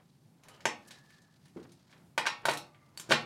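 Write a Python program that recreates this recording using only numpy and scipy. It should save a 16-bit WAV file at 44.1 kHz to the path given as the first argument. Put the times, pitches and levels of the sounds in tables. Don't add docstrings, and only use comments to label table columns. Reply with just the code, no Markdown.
import sys
import numpy as np
from scipy import signal
from scipy.fft import rfft, irfft
from scipy.io import wavfile
from scipy.ndimage import uniform_filter1d

SR = 44100
rng = np.random.default_rng(int(sys.argv[2]) if len(sys.argv) > 2 else 0)


def wav_record(signal):
    frames = np.transpose(np.atleast_2d(signal))
    bounded = np.clip(frames, -1, 1)
    quanta = np.round(bounded * 32767).astype(np.int16)
    wavfile.write(sys.argv[1], SR, quanta)


N = 143325
T = np.arange(N) / SR


def undb(db):
    return 10 ** (np.asarray(db) / 20)


def decay(t, t60):
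    return np.exp(-np.log(1000) * t / t60)


def colour(x, points):
    hz, db = np.array(points, float).T
    f = np.maximum(np.arange(len(x) // 2 + 1) * SR / len(x), 1)
    gain = undb(np.interp(np.log(f), np.log(hz), db))
    return irfft(rfft(x) * gain, len(x))


def unit(x):
    return x / np.sqrt(np.mean(x ** 2))


def walk(rate):
    k = int(SR / rate)
    steps = np.repeat(rng.standard_normal(N // k + 1), k)
    return unit(uniform_filter1d(uniform_filter1d(steps, k), k)[:N])


def band(hz, width):
    edges = [max(hz - width / 2, 20), min(hz + width / 2, .45 * SR)]
    sos = signal.butter(2, edges, "band", fs=SR, output="sos")
    return unit(signal.sosfilt(sos, rng.standard_normal(N)))


def ring(modes, size=8192):
    t = np.arange(size) / SR
    return sum(undb(db) * np.sin(2 * np.pi * hz * t) * decay(t, max(t60, .003)) for hz, db, t60 in modes)


def add(out, at_s, x):
    i = int(at_s * SR)
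    out[i:i + len(x)] += x[:N - i]


# frequency in Hz, relative level in dB.
HUM_SPECTRUM = [(25, -50.5), (50, -34.5), (92, -15.5), (140, -6.5), (175, -9.5), (372, -22.5), (505, -31),
                (811, -29), (1340, -40), (11000, -44.5), (15500, -51.5)]
HUM_DB, HUM_SWELL_DB = -64, 1.5


def hum():
    noise = unit(colour(rng.standard_normal(N), HUM_SPECTRUM))
    return noise * undb(HUM_DB + HUM_SWELL_DB * walk(8.4))


# frequency in Hz, t60 in seconds, relative level in dB.
ROOM_DECAY = [(134, 0.83, -3.5), (307, 0.42, 0), (510, .3, -6.5), (790, 0.33, -2), (1470, 0.29, -7.5),
              (3240, 0.28, -6), (5300, 0.23, -2), (11750, 0.15, -4.5)]
ROOM_RISE_S = .003
EARLY_DB, EARLY_T60_S = 9.5, 0.019


def room(x, size=24000):
    t, tail = np.arange(size) / SR, 0
    start = (1 - np.exp(-t / ROOM_RISE_S)) * (1 + undb(EARLY_DB) * decay(t, EARLY_T60_S))
    at, t60s, dbs = np.array(ROOM_DECAY).T
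    for hz in 100 * 2 ** np.arange(0, 7.3, .5):
        t60, db = (np.interp(np.log(hz), np.log(at), v) for v in (t60s, dbs))
        noise = band(hz, hz * .36)[:size]
        fade = decay(t, t60) * start
        for _ in range(2):
            spectrum = rfft(noise * fade, 2 * size)
            size_of = np.abs(spectrum)
            noise = irfft(spectrum * uniform_filter1d(size_of, int(hz / 6)) / size_of)[:size]
            power = uniform_filter1d(noise ** 2, int(8 * SR / hz) + 400)
            noise = noise / np.sqrt(power + 1e-12)
        noise = noise * fade
        tail = tail + undb(db) * noise * np.sqrt(hz / SR / np.sum(noise ** 2) * 2)
    return signal.fftconvolve(x, tail)[:N]


# time in seconds, rms level in dB, lean to the treble in dB.
RUSTLE_COURSE = [(0, -67.5, -6), (.15, -82, 7), (.33, -78.5, -3.5), (.42, -69.5, -2.5), (0.459, -63, -9),
                 (.56, -58, -1.5), (.66, -68.5, -10), (.85, -64.5, -2.5), (.95, -57.5, 1), (1.03, -66, 0),
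                 (1.12, -66, 2), (1.3, -72, -2.5), (1.47, -71, 3), (1.53, -85, 3.5), (1.577, -56, -5.5),
                 (1.75, -70.5, 0.5), (1.88, -69, 0.5), (1.95, -63, -3), (2.1, -79.5, -7), (2.42, -62, -4),
                 (2.451, -57, -10.5), (2.72, -70, -4.5), (2.802, -70, -3), (2.928, -69.5, -4),
                 (3.25, -52.5, -5)]
# frequency in Hz, relative level in dB.
RUSTLE_SPECTRUM = [(150, -10.5), (500, -2), (1200, -4), (2500, -11), (4500, -7), (9000, -19),
                   (16000, -32.5)]
# start in seconds, length in seconds, centre in Hz, width in Hz,
# level in dB.
GLOVE_HISS = (.871, .026, 8000, 6000, -58)
RUSTLE_FLICKER_DB = 1.6


def rustle():
    s, db, tilt = np.array(RUSTLE_COURSE).T
    rub = colour(rng.standard_normal(N), RUSTLE_SPECTRUM)
    low = signal.sosfilt(signal.butter(2, 2500, fs=SR, output="sos"), rub)
    high = rub - low
    lean = np.interp(T, s, tilt)
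    low = low * undb(RUSTLE_FLICKER_DB * walk(110) - lean)
    high = high * undb(2 * RUSTLE_FLICKER_DB * walk(180) + lean)
    at, length, hz, width, hiss_db = GLOVE_HISS
    swell = np.sin(np.pi * np.clip((T - at) / length, 0, 1))
    hiss = band(hz, width) * undb(hiss_db) * swell
    return unit(low + high) * undb(np.interp(T, s, db)) + hiss


# start in seconds, end in seconds, centre in Hz, width in Hz, level in dB.
FAINT_RINGS = [(.485, .62, 1230, 70, -66), (.5, .64, 2900, 500, -68), (.82, 1.4, 1735, 110, -67),
               (2.58, 2.98, 1180, 30, -70), (2.72, 2.97, 2080, 130, -75)]


def rings():
    out = 0
    for a, b, hz, width, db in FAINT_RINGS:
        u = np.clip((T - a) / (b - a), 0, 1)
        out = out + band(hz, width) * undb(db) * np.minimum(u * 10, 1) * (1 - u ** 2)
    return out


# start in seconds, peak in dB before room and microphone.
SOFT_THUDS = [(1.5615, -34.5), (1.573, -37.5)]
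# frequency in Hz, relative level in dB, t60 in seconds.
BENCH_MODES = [(115, -35, 0.096), (260, 3, 0.026), (316, -3, 0.11), (342.4, 2.5, 0.051), (401, 10, 0.061),
               (900, -24, .03)]
THUD_MS = 0.84


def thuds():
    out, t = np.zeros(N), np.arange(512) / SR * 1000 / THUD_MS
    push = t * np.exp(-t * 3)
    thud = signal.fftconvolve(push, ring(BENCH_MODES))
    for s, db in SOFT_THUDS:
        add(out, s, undb(db) * thud / np.abs(thud).max())
    return out


COLOUR_HZ = [60, 250, 750, 1750, 3700, 6200, 10000, 16000]
CONTACT_COLOUR_DB = [7.2, 25.7, 27.3, 26.16, 20.7, 17.5, 15, 1.2]
EVEN = .75
MODE_DETUNE, MODE_SCATTER_DB = .006, 2.5
RING_DB, FAR_RING_DB = -33, -11


def hits(contacts, modes, lead=128):
    out, t = np.zeros((2, N)), np.arange(8192) / SR
    chance = rng.standard_normal((len(contacts), 8192))
    shares = rng.standard_normal((len(contacts), len(modes), 2))
    for contact, push, share in zip(contacts, chance, shares):
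        s, db, bass_db, low_db, mid_db, high_db, top_db, ring_db, ms, first_db = contact
        fade = np.exp(-t * 1000 / max(ms, .1))
        spectrum = rfft(push * fade)
        push = irfft(spectrum / np.abs(spectrum) ** EVEN) * fade ** EVEN
        push = push / np.sqrt(np.sum(push ** 2))
        own = [[hz * (1 + MODE_DETUNE * a), mode_db + MODE_SCATTER_DB * b, t60]
               for (hz, mode_db, t60), (a, b) in zip(modes, share)]
        own[0][1] += first_db
        body = undb(RING_DB + ring_db) * signal.fftconvolve(push, ring(own))[:8192]
        tint = [bass_db, bass_db, low_db, mid_db, 0, high_db, top_db, top_db]
        points = list(zip(COLOUR_HZ, np.add(CONTACT_COLOUR_DB, tint)))
        for line, x in zip(out, (push + body, push + undb(FAR_RING_DB) * body)):
            x = colour(np.roll(x, lead), points)
            x[:lead] *= (np.arange(lead) / lead) ** 4
            add(line, s - lead / SR, undb(db) * x)
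    return out


TICK_BASS_DB, TICK_LOW_DB = -10.5, -13.5


def small_hits(contacts, modes):
    full = [(s, db, TICK_BASS_DB, TICK_LOW_DB, mid, top / 2, top, ring_db, ms, first_db)
            for s, db, mid, top, ring_db, ms, first_db in contacts]
    return hits(full, modes)


# start in seconds, gain in dB before the shared colour, tint
# of mids and treble in dB, ring in dB relative to the common ring, contact time constant in ms.
SMALL_TICKS = [(.436, -55.5, 6.5, 2, -17, 1.1), (.443, -67, -9, -6, -11, 0.55),
               (.485, -52.5, 6.5, 5.5, -20, 0.65), (0.6061, -44.5, -6.5, -15, -15, 2.6),
               (0.908, -40.5, -4.5, -6.5, -8, 10), (1.105, -64.5, 13.5, 7, -4, 3.2),
               (1.219, -62, -39, 1, -21, 1.6), (1.455, -63, 9, 0, 0.5, 5.8), (1.48, -62.5, 2, -1, -2, 4),
               (1.719, -54.5, -7, 0, -1, 3.8), (1.896, -70, 16, -16, -11, 3.5),
               (1.927, -53, 4.5, -21, -34.5, 7.8), (2.7465, -57.5, 8, -45, -20, 1.9)]
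# frequency in Hz, relative level in dB, t60 in seconds.
PART_MODES = [(4200, 3, .035), (8300, -6, .02), (11000, 6, .05)]


def ticks():
    return small_hits([(*row, 0) for row in SMALL_TICKS], PART_MODES)


# start in seconds, gain in dB before the shared colour, tint of
# mids and treble in dB, ring in dB relative to the common ring, contact time constant in ms,
# change of the lowest mode in dB.
SOCKET_CLICKS = [(2.494, -33, -19, -0.78, 12, 2.8, -10), (2.511, -33.5, 2, -1.2, 10, 5.1, -15),
                 (2.535, -34, 0, -0.7, 0, 2.6, -15), (2.5732, -34, -18, -0.016, -2, 1.3, -15),
                 (2.9748, -37.5, -12, -0.017, 13.5, 0.79, -25), (2.998, -35, -4, 0.7, -5, 1.13, 19)]
# frequency in Hz, relative level in dB, t60 in seconds.
SOCKET_MODES = [(3650, -5, .012), (4500, 5, .011), (8700, -9, .012), (9750, -7, .015), (11600, -5, .015),
                (12400, -4, .015)]


def clicks():
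    return small_hits(SOCKET_CLICKS, SOCKET_MODES)


# start in seconds, gain in dB before the shared colour, tint of bass, low mids, mids,
# low treble and treble in dB, contact time constant in ms.
STEEL_KNOCKS = [(0.6549, -24.5, -2, 0, 8, 5, -8.5, 1.35), (0.6573, -41.5, -15, -42, 12, -12, -17, 0.85),
                (2.178, -19.5, -15, -2.5, 3.5, -10, -11, 5), (2.2559, -34, -13, -3, 7, -6, -21, 3.6),
                (2.2646, -26.5, -31, -41, 7, -3.5, -7.5, 2.5), (2.269, -20.5, -28, -0.5, 2, -0.5, -29, 1.5),
                (2.4543, -21, -6.5, -4, 1, -9, -5.5, 3.8), (2.4852, -23, -15.5, 6.5, 2, -11, -18, 0.59),
                (2.488, -21.5, -12, -25, 4.5, -16, -36, 5.1), (3.0911, -46.5, 17, 7, -4, 4, 1, 8.4),
                (3.0968, -33, 8, -7.5, -10, -6, -17, 7.6), (3.1025, -35, -17, -24, 12, 0, -4, 17),
                (3.109, -23, 0, 0, -7.5, -4, -13, 0.45), (3.115, -16, -16.5, 1.5, -7.5, -31, -33, 5.5),
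                (3.1185, -13.5, -5.5, -5.5, -12, -10.5, -15.5, 3.1),
                (3.1221, -17.5, -16, -19, 5, -6.5, -21.5, 0.91)]
# frequency in Hz, relative level in dB,
# t60 in seconds.
TOOL_MODES = [(148, -2, .35), (240, -9, .25), (403, -10, .22), (685, 3, .03), (925, 1, .025),
              (1575, 7, .013), (1960, -5, .012), (2550, -9, .012), (2880, -5, .012), (3750, -2, .012),
              (6150, -4, .015), (9720, -4, .025), (11600, -6, .02)]


def knocks():
    return hits([(*row[:7], 0, row[7], 0) for row in STEEL_KNOCKS], TOOL_MODES)


ROOM_DB, MIC_LOW_HZ = 4.5, 102.6


def scene():
    close, far = knocks() + ticks() + clicks() + thuds()
    low_cut = signal.butter(3, MIC_LOW_HZ, "high", fs=SR, output="sos")
    near = signal.sosfilt(low_cut, close + undb(ROOM_DB) * room(far))
    return (near + rustle() + rings() + hum())[None]


TOP_HZ = 16100


def record(dry):
    return signal.sosfilt(signal.ellip(10, .2, 60, TOP_HZ, fs=SR, output="sos"), dry)


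dry = scene()
out = record(dry)
wav_record(out)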